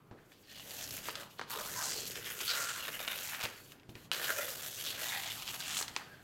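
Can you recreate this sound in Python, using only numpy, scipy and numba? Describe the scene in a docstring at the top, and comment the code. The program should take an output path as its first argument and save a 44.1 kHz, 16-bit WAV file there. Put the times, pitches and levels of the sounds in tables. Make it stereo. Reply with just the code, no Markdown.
"""At a wooden table in a quiet room, a sheet of paper is lifted and torn along a wavy ruler in two pulls.
Breaking fibres are bursts of noise that ring the bent flap through wandering band-pass filters.
The flap buckles with ringing clicks, and its curl holds short narrow notes of filtered noise.
Finger taps ring decaying sines in the table top, which also shakes with low noise.
Banded noise makes the low room rumble, and a decaying noise echo makes the short tail."""
import sys
import numpy as np
from scipy import signal
from scipy.fft import rfft, irfft, next_fast_len
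from scipy.io import wavfile
from numba import njit

SR = 44100
rng = np.random.default_rng(int(sys.argv[2]) if len(sys.argv) > 2 else 0)


def int16_out(signal):
    """Quantize to a 16-bit WAV file."""
    q = np.round(np.clip(np.atleast_2d(signal).T, -1, 1) * 32767)
    wavfile.write(sys.argv[1], SR, q.astype(np.int16))


N = 274919  # samples


def undb(db):
    """Amplitude ratio of a level in dB."""
    return 10 ** (np.asarray(db) / 20)


def unit(x):
    """Scale to an rms of 1."""
    return x / np.sqrt(np.mean(x ** 2))


def curves(table):
    """Join the points of each column by straight lines over the whole scene."""
    s, *columns = np.transpose(table)
    return [np.interp(np.arange(N) / SR, s, c) for c in columns]


@njit
def svf(x, hz, share):
    """State-variable band-pass with a moving centre, gain 1 at the centre."""
    y = np.empty(len(x))
    band_state, low_state = 0., 0.
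    for i in range(len(x)):
        g = np.tan(np.pi * hz[i] / SR)
        v = (band_state + g * (x[i] - low_state)) / (1 + g * (g + share))
        band_state = 2 * v - band_state
        low_state += 2 * g * v
        y[i] = share * v
    return y


def band(x, hz, share):
    """Band-pass at a fixed or moving centre; share is the bandwidth over the centre."""
    centre = np.clip(hz * np.ones(len(x)), 20, .45 * SR)
    return svf(x + 1e-18, centre, float(np.clip(share, .02, 2)))


def walk(rate):
    """Random levels at uneven moments, about rate a second, joined by straight lines; spread near 1."""
    count = int(3 * rate * N / SR)
    gap = rng.random(count) + .5
    value = rng.standard_normal(count)
    return 1.25 * np.interp(np.arange(N) / SR, np.cumsum(gap) / rate, value)


def hops(rate):
    """Random values, each held until the next random moment."""
    return rng.standard_normal(N + 1)[np.cumsum(rng.random(N) < rate / SR)]


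SPREAD_HZ = 1600  # above this the ports hear different stretches of the tear


def pair():
    """Noise at the two ports: alike in the bass, partly different in the treble."""
    mid, side = rng.standard_normal((2, N))
    side = signal.sosfilt(signal.butter(1, SPREAD_HZ, "high", fs=SR, output="sos"), side)
    return mid + 0.84 * side * np.array([[1], [-1]])


# Tone of the quiet room: (frequency [Hz], relative level per Hz [dB])
ROOM_TONE = [(20, -4), (35, -8), (60, -43), (110, 3.5), (200, -5.5), (320, -2), (600, -15.5), (1300, -16.5),
             (3500, -34), (6000, -51), (16000, -40)]
ROOM_DB, ROOM_PAN_DB = -62, -1.5  # rms before panning; left minus right


def room_noise():
    """Half-octave bands that waver a little; the bass is nearly the same at both ports."""
    room = 0
    tone_hz, tone_db = np.transpose(ROOM_TONE)
    for hz in 25 * 2 ** np.arange(0, 9.4, .5):
        mid, side = (band(band(rng.standard_normal(N), hz, .45), hz, .45) for _ in range(2))
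        db = np.interp(np.log(hz), np.log(tone_hz), tone_db) + 2 * walk(6)
        width = min(0.44 + hz / 4000, 1)
        room = room + undb(db) * (mid + width * side * np.array([[1], [-1]]))
    pan = undb(np.array([[ROOM_PAN_DB], [-ROOM_PAN_DB]]) / 2)
    return undb(ROOM_DB) * unit(room) * pan


# The table top shakes under the hands: (time [s], level [dB])
TABLE_SHAKE = [(0.0, -81), (0.42, -72.5), (0.95, -55.5), (1.39, -70), (1.66, -58), (3.85, -68), (4.09, -64),
               (4.6, -62), (5.92, -59.5), (6.23, -71)]


def table_shake():
    """The hands shake the table top: noise around its lowest mode follows a level curve."""
    shake = unit(band(rng.standard_normal(N), TABLE_MODES[0][0], 0.97))
    return undb(curves(TABLE_SHAKE)[0]) * shake


# Strength of the tear, in parts that each start afresh: (time [s], level of the middle flap modes [dB],
# level of the two low modes [dB], level of the treble [dB]), the last two relative to the first
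PULL_PARTS = [
    [(0.105, -80.5, -11, 3.5), (0.113, -68, 14, -19), (0.125, -76, 19, -4), (0.311, -74, 0, 8),
     (0.319, -57.5, 0, -3), (0.353, -67.5, -18, -5), (0.427, -69, -10, 8), (0.435, -62.5, -7, -10),
     (0.467, -64.5, -17, 1), (0.509, -52, -12, -5.5), (0.663, -58, 0, 7), (0.715, -51, -5, 4),
     (0.771, -52.5, -2, 8.5), (0.815, -47.5, -3.5, 5.5), (0.867, -52.5, -4, 7), (0.967, -47.5, -4.5, 5.5),
     (1.015, -57.5, -3, 6), (1.08, -47.5, 1.5, 5)],
    [(1.092, -43, 5, -19), (1.114, -52, -5, 4), (1.146, -55, 8, -1), (1.154, -43.5, -9, -14),
     (1.168, -51.5, 3, -2), (1.216, -51.5, 1.5, 3), (1.282, -61.5, 8.5, -7), (1.31, -60.5, -6, 1),
     (1.368, -68, -1, 4), (1.39, -53, -3, -10)],
    [(1.401, -50, -11, -13), (1.405, -65, 4, -11), (1.415, -48, 14, -26), (1.457, -64, 0, -13),
     (1.492, -55, 1, -1)],
    [(1.497, -49, 0, 9), (1.533, -45, -3, 0), (1.555, -46.5, 2, 3), (1.711, -50.5, 1, 8.5),
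     (1.813, -44.5, -1.5, 5.5), (1.927, -43.5, -3.5, 4.5), (2.049, -44.5, -7, -0.5), (2.081, -45, -12, 5.5),
     (2.093, -62.5, 7, 13), (2.109, -43.5, 1, 3), (2.141, -58.5, -5, 7), (2.157, -45, -2, 3.5),
     (2.221, -52.5, -0.5, 2.5), (2.265, -42.5, -5, 0), (2.319, -50.5, 1.5, 8.5), (2.367, -54, 0, 7),
     (2.409, -38.5, -7.5, 1), (2.427, -44, -0.5, 0), (2.459, -42.5, -16, 2.5), (2.495, -34, -13.5, -7),
     (2.529, -39, -0.5, -1), (2.615, -42, 0.5, 5), (2.737, -46, 1, 1.5), (2.877, -47, -1.5, 2.5),
     (2.883, -41, 1, -1), (2.909, -54, 0, 5), (2.953, -43, -7, 1), (2.985, -54.5, -3, 5),
     (3.001, -40.5, -2, 0.5), (3.055, -47.5, -4, 0), (3.065, -59, 5, 8), (3.081, -35.5, -5, -8),
     (3.093, -51.5, -1, 5), (3.115, -41.5, -4, 2.5), (3.141, -46, -4, 2), (3.297, -45, -6.5, 5),
     (3.351, -39.5, -2.5, -3.5), (3.377, -52.5, 0, 2), (3.415, -35, -7, -8), (3.427, -46, -12, -1)],
    [(3.432, -34.5, -5, 3), (3.456, -40, 3, -7), (3.472, -49.5, 1, -6.5), (3.706, -66, -5.5, 6.5),
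     (3.722, -55, -2, 2), (3.744, -70.5, 3, -1), (3.884, -75, 1, -3), (3.892, -60, -15, 2),
     (3.94, -76, 0, 4), (3.952, -57, -5, -6), (3.968, -63, 5, 1), (4.056, -61.5, -13, -0.5),
     (4.105, -83, 13, -2)],
    [(4.121, -44, 3, -6), (4.131, -38, -5.5, -4), (4.181, -44.5, 0.5, 0.5), (4.263, -41, 0.5, 3.5),
     (4.279, -45, 5.5, 7.5), (4.299, -41.5, 5, 7.5), (4.345, -46.5, -1.5, 2), (4.385, -47, 4.5, 9),
     (4.503, -45.5, -2.5, 6), (4.529, -50.5, 2, 7), (4.683, -47, -4.5, 5.5), (4.697, -52.5, -2.5, 5),
     (4.743, -48.5, -10.5, 5.5), (4.765, -53.5, -4, 8), (4.789, -45.5, -8.5, 5.5),
     (4.835, -45.5, -8.5, 4.5), (4.913, -39, -9, -2), (4.923, -46, -3.5, 0.5), (4.969, -49.5, -3, 0),
     (4.995, -46.5, 2.5, 5.5), (5.051, -39.5, -4.5, 1.5), (5.101, -45, 2, 3), (5.183, -44.5, 2, 1),
     (5.311, -42, -5.5, -4), (5.333, -51, -2, 4.5), (5.429, -43, -10.5, -2.5), (5.455, -49, -7, 1),
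     (5.485, -40.5, -11, -3), (5.527, -46, -6, 1.5), (5.547, -42, -6.5, 0.5), (5.583, -54, -3, 3.5),
     (5.603, -41, -3, 1.5), (5.623, -45.5, -7, -4), (5.777, -42.5, -7.5, 7), (5.817, -44, 2, 9.5),
     (5.869, -60, 1, -9), (5.885, -45.5, -4, -2), (5.895, -55.5, 1, -2), (5.951, -58.5, 1, 0),
     (5.957, -52, -1, -12)],
    [(5.971, -43, -8, -7), (5.979, -52.5, 4, -7), (6.065, -60.5, 3, -5), (6.223, -66.5, 3, -2),
     (6.23, -76, 8, 17)],
]


def pull():
    """Level curves of the pull; each part holds its last values until the next one starts."""
    t = np.arange(N) / SR
    levels = np.zeros((len(PULL_PARTS[0][0]) - 1, N))
    for k, part in enumerate(PULL_PARTS):
        since = t >= (part[0][0] if k else 0)
        levels[:, since] = np.array(curves(part))[:, since]
    return levels


# The flap at rest, belly, low, mid, upper and high mode: (pitch [Hz], level before its group is balanced [dB])
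FLAP_REST = [(580, -6), (1600, -1), (3000, -1.5), (4330, -5.5), (6700, -3)]
# Moments when the bending flap moves one mode and swells or fades it:
# (middle time [s], length [s], pitch [Hz], swell before its group is balanced [dB])
FLAP_SWELLS = [(0.14, 0.071, 970, 0), (0.67, 0.76, 1870, -5), (0.83, 0.19, 5900, 6), (1.5, 0.09, 1150, 17),
               (1.428, 0.069, 1190, 22), (1.566, 0.28, 1100, 2), (1.1, 0.11, 480, 1), (2, 0.23, 1510, -16),
               (1.83, 0.136, 800, 4), (2, 0.097, 1400, 7), (2.18, 0.33, 1810, -2.5), (1.1, 0.067, 1940, -3),
               (1.297, 0.18, 1060, 7), (1.197, 0.07, 3200, 14), (3.298, 0.1, 1720, 0),
               (5.6, 0.048, 1110, 5), (5.446, 0.1, 3150, -2), (7.9, .1, 6500, -3.5),
               (1.906, 0.71, 6530, 7.5), (1.87, 1, 4400, 7.5), (2.22, 0.69, 440, -3.5),
               (2.517, 0.13, 4100, 9), (2.72, 0.47, 1510, 9), (2.67, 0.35, 6770, 7.5),
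               (3.01, 0.29, 2220, 4.5), (2.3, 0.34, 2850, 12), (3.03, 0.43, 3715, -8),
               (3.05, 0.63, 6400, -3), (3.35, 0.244, 940, -4.5), (3.446, 0.055, 620, 7),
               (3.387, 0.34, 2400, 6.5), (4.308, 0.61, 1580, 1.5), (4.31, 0.073, 520, -6),
               (4.384, 0.091, 580, 0), (5.1, 0.13, 3700, 9), (4.25, 0.14, 3200, 4), (6.9, 0.1, 2400, -5),
               (4.676, 0.22, 3300, 17), (4.898, 0.15, 3450, 27), (5.195, 0.46, 1950, 9.5),
               (5.18, 0.34, 900, 5.5), (5.247, 0.31, 3370, 16), (5.51, 0.39, 1430, -3.5),
               (5.683, 0.84, 860, 0), (5.782, 0.51, 7000, 10), (5.4, 0.069, 1100, 23), (5.7, 0.25, 1650, 4)]


def bending():
    """Pitch and level of each flap mode: a swell draws the nearest mode to its pitch and lifts or fades it."""
    t = np.arange(N) / SR
    rest_hz, rest_db = np.transpose(FLAP_REST)
    hz, db = np.outer(rest_hz, np.ones(N)), np.outer(rest_db, np.ones(N))
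    for s, length_s, swell_hz, swell_db in FLAP_SWELLS:
        mode = np.argmin(np.abs(np.log(rest_hz / swell_hz)))
        bump = np.cos(np.pi * np.clip((t - s) / length_s, -.5, .5)) ** 2
        hz[mode] += np.minimum(5.9 * bump, 1) * (swell_hz - hz[mode])  # the pitch arrives before the peak
        db[mode] += swell_db * bump
    return hz, db


def share_out(db, total_db):
    """Levels of a group of modes, scaled so that their power adds up to a total."""
    return db - 10 * np.log10(np.sum(undb(2 * db), axis=0)) + total_db


def slips(rate, spread_db, fade_s):
    """Random slips, some larger than the rest: their first cracks, and the rustle that fades after each."""
    when = rng.random(N)
    size = np.minimum(rng.exponential(size=N), 3)
    cracks = (when < rate / SR) * undb(spread_db * size)
    energy = signal.lfilter([1], [1, -np.exp(-2 / (fade_s * SR))], cracks ** 2)
    return unit(cracks), unit(np.sqrt(energy))


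# Ring of each flap mode, belly to high: bandwidth per filter [share of the centre]
RING_WIDTH = 0.66, 0.36, 0.4, 0.079, 0.73
# Broad hump under each mode, belly to high: bandwidth per filter [share of the centre]
BROAD_WIDTH = 1, 1, 1, 0.88, 1.0
HOP_SHARE, HOPS_PER_S = .07, 35  # rms hop as a share of the pitch; mean rate


def flap_modes(mode_hz, mode_db, cracks, rustle, ticks, fizz):
    """Breaking fibres shake the flap modes, which hop about their pitches as the crease moves."""
    flap = 0
    for hz, db, share, broad in zip(mode_hz, mode_db, RING_WIDTH, BROAD_WIDTH):
        breaks = .65 * cracks + .22 * ticks + (rustle + .6) * (pair() + .6 * fizz)
        breaks = breaks * undb(1.68 * walk(50))
        centre = hz * (1 + HOP_SHARE * hops(HOPS_PER_S))
        # a broad hump with a sharper ring on top
        hump = np.array([band(band(b, hz, broad), hz, broad) for b in breaks])
        ring = np.array([band(b, centre, share) for b in hump])
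        flap = flap + undb(db) * unit(unit(ring) + 1.45 * unit(hump))
    return flap


FIBRE_HZ, FIBRE_WIDTH_HZ = 12620, 11000  # width of the second of two filters


def fibre_hiss(cracks, rustle, ticks, fizz):
    """The breaking fibres' own treble: cracks and rustling noise through two wide bands."""
    rustling = (rustle + .65) * (pair() + .45 * fizz) * undb(1.1 * walk(25))
    breaks = .8 * cracks + .5 * ticks + rustling
    share = FIBRE_WIDTH_HZ / FIBRE_HZ
    return unit(np.array([band(band(b, FIBRE_HZ, 0.96), FIBRE_HZ, share) for b in breaks]))


FIBRE_DB = 0.5  # weight against the high flap mode, before the two are balanced
TICK_HZ, TICK_DB = 5500, -10.5  # lone ticks heard straight from the tear, before firmness and pull


def tearing():
    """Fibres break in random slips that hiss, tick and shake the flap, all following the pull."""
    level_db, low_db, treble_db = pull()
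    mode_hz, mode_db = bending()
    high_db, fibre_db = share_out(np.array([mode_db[4], np.full(N, FIBRE_DB)]), treble_db)
    mode_db = [*share_out(mode_db[:2], low_db), *share_out(mode_db[2:4], 0), high_db]
    cracks, rustle = slips(560, 2.1, .002)
    # a slack sheet only whispers; slips stand out once the pull is firm
    firm = np.clip((level_db + 66) / 14, 0, 1)
    cracks, rustle = firm * cracks, firm * rustle + 1 - firm
    fizz, _ = slips(2500, 4.2, .001)  # single fibres
    lone, _ = slips(150, 3.0, .001)
    ticks = firm * lone  # thicker fibres part with a lone tick
    flap = flap_modes(mode_hz, mode_db, cracks, rustle, ticks, fizz)
    fibres = undb(fibre_db) * fibre_hiss(cracks, rustle, ticks, fizz)
    straight = undb(TICK_DB) * firm * unit(band(ticks, TICK_HZ, 2))
    held = notes(0.44 * cracks + (rustle + .8) * rng.standard_normal(N))
    return dips() * undb(level_db) * (flap + fibres + held + straight)


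DIP_DB, DIP_S = -5.5, 0.006  # deepest gain and length of a dip


def dips():
    """The tearing noise dips for 6 ms before each single buckle, so its attack stands out."""
    marks = np.zeros(N)
    marks[[int(row[0] * SR) for row in SINGLE_BUCKLES]] = 1
    depth = np.linspace(1, 0, int(DIP_S * SR)) ** .5
    ahead = np.convolve(marks[::-1], depth)[:N][::-1]  # run backwards, to lead up to each buckle
    return undb(DIP_DB * np.clip(ahead, 0, 1))


# Single buckles of the paper: (time [s], peak level [dB], ring [Hz], bright part in the mix of rings [dB])
SINGLE_BUCKLES = [(0.112, -45, 1140, -23), (0.319, -43, 1890, -25), (0.473, -45, 3410, -10),
                  (0.555, -41, 3300, 0), (0.576, -35, 3100, -9), (0.665, -45, 1960, -3),
                  (0.597, -31.5, 2800, -21), (0.708, -29, 4760, -10), (0.876, -32, 4160, -10),
                  (0.908, -26, 4800, -2), (0.979, -29.5, 2360, -9), (1.029, -38, 3110, -12),
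                  (1.232, -35, 2560, -20), (1.749, -37, 4500, -10), (2.066, -24, 5950, -5),
                  (1.055, -30, 3250, -11), (1.086, -23.5, 1120, -19), (1.155, -22, 3480, -10),
                  (1.395, -24.5, 1030, -18), (1.414, -26, 1120, -18), (1.499, -41, 1070, -13),
                  (1.552, -30, 1070, -16), (1.921, -21, 4440, -12), (2.109, -26.5, 4480, -13),
                  (2.156, -26, 3000, -12), (2.245, -30, 3560, -10), (2.311, -33, 2000, -8),
                  (2.39, -31, 3450, -11), (2.405, -23, 2640, -5), (2.479, -30, 4460, -12),
                  (2.492, -25, 4300, -9), (2.617, -30, 1490, -3), (2.805, -27, 2800, -5),
                  (2.963, -33, 2670, -18), (3.003, -30, 3700, -18), (3.013, -36, 3520, -13),
                  (2.881, -24.5, 3060, -16), (2.993, -26, 2900, -8), (3.026, -35, 3040, -10),
                  (3.049, -31, 2920, -16), (3.078, -19.5, 2800, -6), (3.111, -27, 3660, 5),
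                  (3.188, -24.5, 3570, -14), (3.289, -26.5, 2500, -15), (3.401, -31, 2550, -11),
                  (3.41, -28, 2400, -18), (3.419, -25, 3500, -4), (3.429, -23, 2940, -13),
                  (3.438, -19.5, 3120, -11), (3.453, -18.5, 2650, -11), (3.72, -36, 2580, -19),
                  (3.798, -44.5, 2800, -25), (3.833, -48, 2010, -25), (3.894, -39, 2920, -17),
                  (3.954, -32.5, 2480, -23), (4.116, -11, 2940, -1.5), (4.144, -26, 2480, -19),
                  (4.293, -27, 1570, -15), (4.43, -30, 1950, -13), (4.482, -31.5, 1340, -13),
                  (4.553, -35, 3080, -18), (4.706, -35, 3660, -11), (4.728, -32, 3330, -11),
                  (4.788, -35, 3300, -11), (4.85, -27, 3800, -11), (4.864, -23.5, 3670, -14),
                  (5.033, -23, 3370, -12), (5.162, -26, 1790, -21), (5.3, -28, 3740, 9),
                  (5.423, -26.5, 2980, -8), (5.478, -22, 3220, -9), (5.487, -25, 2770, -14),
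                  (5.541, -34, 1440, -16), (5.605, -21, 3900, 0), (5.625, -27, 2600, -12),
                  (5.707, -22.5, 3020, -12), (5.72, -25, 3000, -6), (5.745, -23, 3000, -1),
                  (5.769, -19, 3040, -4), (5.789, -19, 3220, 1), (5.812, -29.5, 1060, -9),
                  (5.826, -20, 4500, -10), (5.881, -26, 3770, -18), (5.964, -20, 2310, -36),
                  (5.966, -26, 1070, -30), (5.964, -19, 4130, -17), (2.852, -26.5, 2280, -8),
                  (3.274, -25, 5000, 2), (5.326, -32, 5000, 3), (3.222, -29, 2500, -8),
                  (3.346, -27, 2500, -8)]
# Runs of small buckles at random moments: (start time [s], end time [s], count,
# middle of the random peak levels [dB], pitch that is lowered at random for each ring [Hz])
BUCKLE_RUNS = [(1.5, 1.62, 5, -34, 1500), (3.09, 3.16, 5, -28, 3000), (5.68, 5.8, 14, -29, 3600)]


def buckles():
    """The single buckles, then the runs, scattered in time, size and pitch."""
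    rows = list(SINGLE_BUCKLES)
    for start, end, count, db, hz in BUCKLE_RUNS:
        for k, (late, size, pitch) in enumerate(rng.random((count, 3))):
            s = start + (end - start) * (k + late) / count
            rows.append((s, db + 6 * (size - .5), hz * (0.74 + 0.15 * pitch), -5.0))
    return rows


def snaps():
    """Each buckle is a sharp broad click and a few ms of rattle, ringing at its own pitch with a bright part."""
    out, t = np.zeros(N + 2000), np.arange(2000) / SR
    rows = buckles()
    for (s, db, hz, bright_db), noise in zip(rows, rng.standard_normal((len(rows), 2000))):
        kick = 0.079 * noise * np.exp(-t / 0.0038)
        kick[0] += 1
        # (centre [Hz], bandwidth [share of the centre], level in the mix [dB])
        parts = ((hz, .4, -2.5), (hz, 1.8, -.1), (3.33 * hz, .7, -8), (hz / 2.2, .45, -10),
                 (8500, 1.3, bright_db))
        snap = 0
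        for part_hz, share, part_db in parts:
            ring = band(band(kick, part_hz, 2), part_hz, share)
            snap = snap + undb(part_db) * ring / np.max(np.abs(ring))
        out[int(s * SR):][:2000] += undb(db) * snap / np.max(np.abs(snap))
    return out[:N]


# Modes of the table top: (frequency [Hz], relative level [dB], time to fall 60 dB [s])
TABLE_MODES = [(121, 2.5, 0.083), (206.6, 3.5, 0.036), (350, 0, 0.018), (693, -10.5, 0.094)]
# Fingers on the table: (time [s], peak level of the ring [dB])
FINGER_TAPS = [(0.113, -40.5), (1.395, -61), (3.441, -38), (3.891, -40.5), (3.954, -42.5), (5.5, -49),
               (5.964, -57)]
SLIDE_HZ, SLIDE_DB, SLIDE_S = 300, -13.5, 0.043  # centre; start rms against the ring's peak; decay time


def taps():
    """A soft fingertip push rings the table top in decaying sines, and the fingertip slides on."""
    t = np.arange(SR // 2) / SR
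    ring = 0
    for hz, db, t60 in TABLE_MODES:
        ring = ring + undb(db) * np.sin(2 * np.pi * hz * t) * np.exp(-np.log(1000) * t / t60)
    blows = np.zeros(N)
    for s, db in FINGER_TAPS:
        blows[int(s * SR)] = undb(db)
    slide = unit(band(rng.standard_normal(len(t)), SLIDE_HZ, 0.26)) * np.exp(-t / SLIDE_S)
    tap = ring / np.max(np.abs(ring)) + undb(SLIDE_DB) * slide
    return signal.fftconvolve(blows, tap)[:N]


# The curled flap holds a narrow note for a moment:
# (middle time [s], length [s], pitch [Hz], level against the pull before the fade in and out [dB])
CURL_NOTES = [(0.512, 0.14, 1820, -8.5), (0.527, .1, 2960, -10), (0.595, 0.095, 2900, -3),
              (0.5, 0.09, 4150, -10), (0.786, .08, 2700, -7), (1.55, .06, 1044, -3), (1.601, 0.09, 1230, 0),
              (1.569, 0.025, 435, -1), (1.627, .07, 618, -6.5), (1.784, 0.064, 1006, 1),
              (1.811, 0.1, 1550, -3.5), (1.822, 0.077, 1220, -3), (1.874, .06, 1030, -8.5),
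              (2.65, 0.42, 1403, -3.5), (2.83, 0.13, 2820, -2), (2.88, .05, 3670, -5.5),
              (2.95, .06, 2950, -2), (3.02, 0.065, 3700, -3.5), (3.108, 0.078, 3680, -0.5),
              (3.096, 0.089, 2860, -5), (4.25, .1, 1440, -10), (4.3, .05, 1555, 5), (4.311, 0.065, 602, -2),
              (4.397, 0.099, 566, 2.5), (4.398, 0.059, 1380, 2), (4.413, 0.066, 1940, 1.5),
              (4.48, 0.13, 520, -8.5), (5.18, 0.089, 1935, -1), (5.176, 0.094, 774, -6.5),
              (2.49, 0.057, 4400, -3.5), (4.397, .1, 2450, -3), (4.43, 0.079, 3500, -4),
              (6.03, 0.078, 1600, -15), (6.167, 0.23, 1610, 2)]
NOTE_WIDTH = 0.083  # bandwidth of each of two filters, share of the pitch


def notes(breaks):
    """Narrow resonances of the curl, shaken by the breaking fibres, that come and go."""
    out, t = np.zeros(N), np.arange(N) / SR
    for s, length_s, hz, db in CURL_NOTES:
        now = np.abs(t - s) < length_s / 2
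        ring = band(band(breaks[now], hz, NOTE_WIDTH), hz, NOTE_WIDTH)
        fade = np.cos(np.pi * (t[now] - s) / length_s)
        out[now] += undb(db) * fade * unit(ring)
    return out


TAIL_T60_S, TAIL_TREBLE_T60_S, TAIL_DB = .4, .25, -10  # times to fall 60 dB; echo energy


def tail(x):
    """Table and walls answer with a diffuse tail; the treble dies first and differs between the ports."""
    t = np.arange(SR // 2) / SR
    noise = pair()[:, :len(t)]
    low = signal.sosfilt(signal.butter(1, 3000, fs=SR, output="sos"), noise)
    echo = low * undb(-60 * t / TAIL_T60_S) + (noise - low) * undb(-60 * t / TAIL_TREBLE_T60_S)
    echo = echo * np.clip(t / .01, 0, 1)  # builds up over 10 ms
    echo = undb(TAIL_DB) * echo / np.sqrt(np.sum(echo ** 2) / 2)
    return signal.fftconvolve(x, echo, axes=1)[:, :N]


# Phase between the microphone ports: (frequency [Hz], lead of the left port [rad])
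PORT_LEAD = [(0, 0), (6000, -.2), (9000, -2), (16000, -3.6)]


def ports(x):
    """The two microphone ports hear the treble in different phase."""
    size = next_fast_len(N)
    lead = np.interp(np.arange(size // 2 + 1) * SR / size, *np.transpose(PORT_LEAD))
    turn = np.exp(.5j * np.array([lead, -lead]))
    return irfft(rfft(x, size) * turn, size)[:, :N]


# Balance of the table sounds and their tail: (time [s], left minus right level [dB])
BALANCE = [(0, 1.5), (3, 1.8), (5.3, 1.8), (5.75, 3.5), (6.1, 1.5)]


def scene():
    """Paper and table with their tail, balanced between the ports, over the room noise."""
    near = tearing() + table_shake() + snaps() + taps()
    pan_db, = curves(BALANCE)
    pan = undb(np.array([pan_db, -pan_db]) / 2)
    return (ports(near) + tail(near)) * pan + room_noise()


TOP_HZ = 15900


def record(dry):
    """The phone cuts the top with a steep low-pass."""
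    return signal.sosfilt(signal.ellip(10, .2, 80, TOP_HZ, fs=SR, output="sos"), dry)


dry = scene()
out = record(dry)
int16_out(out)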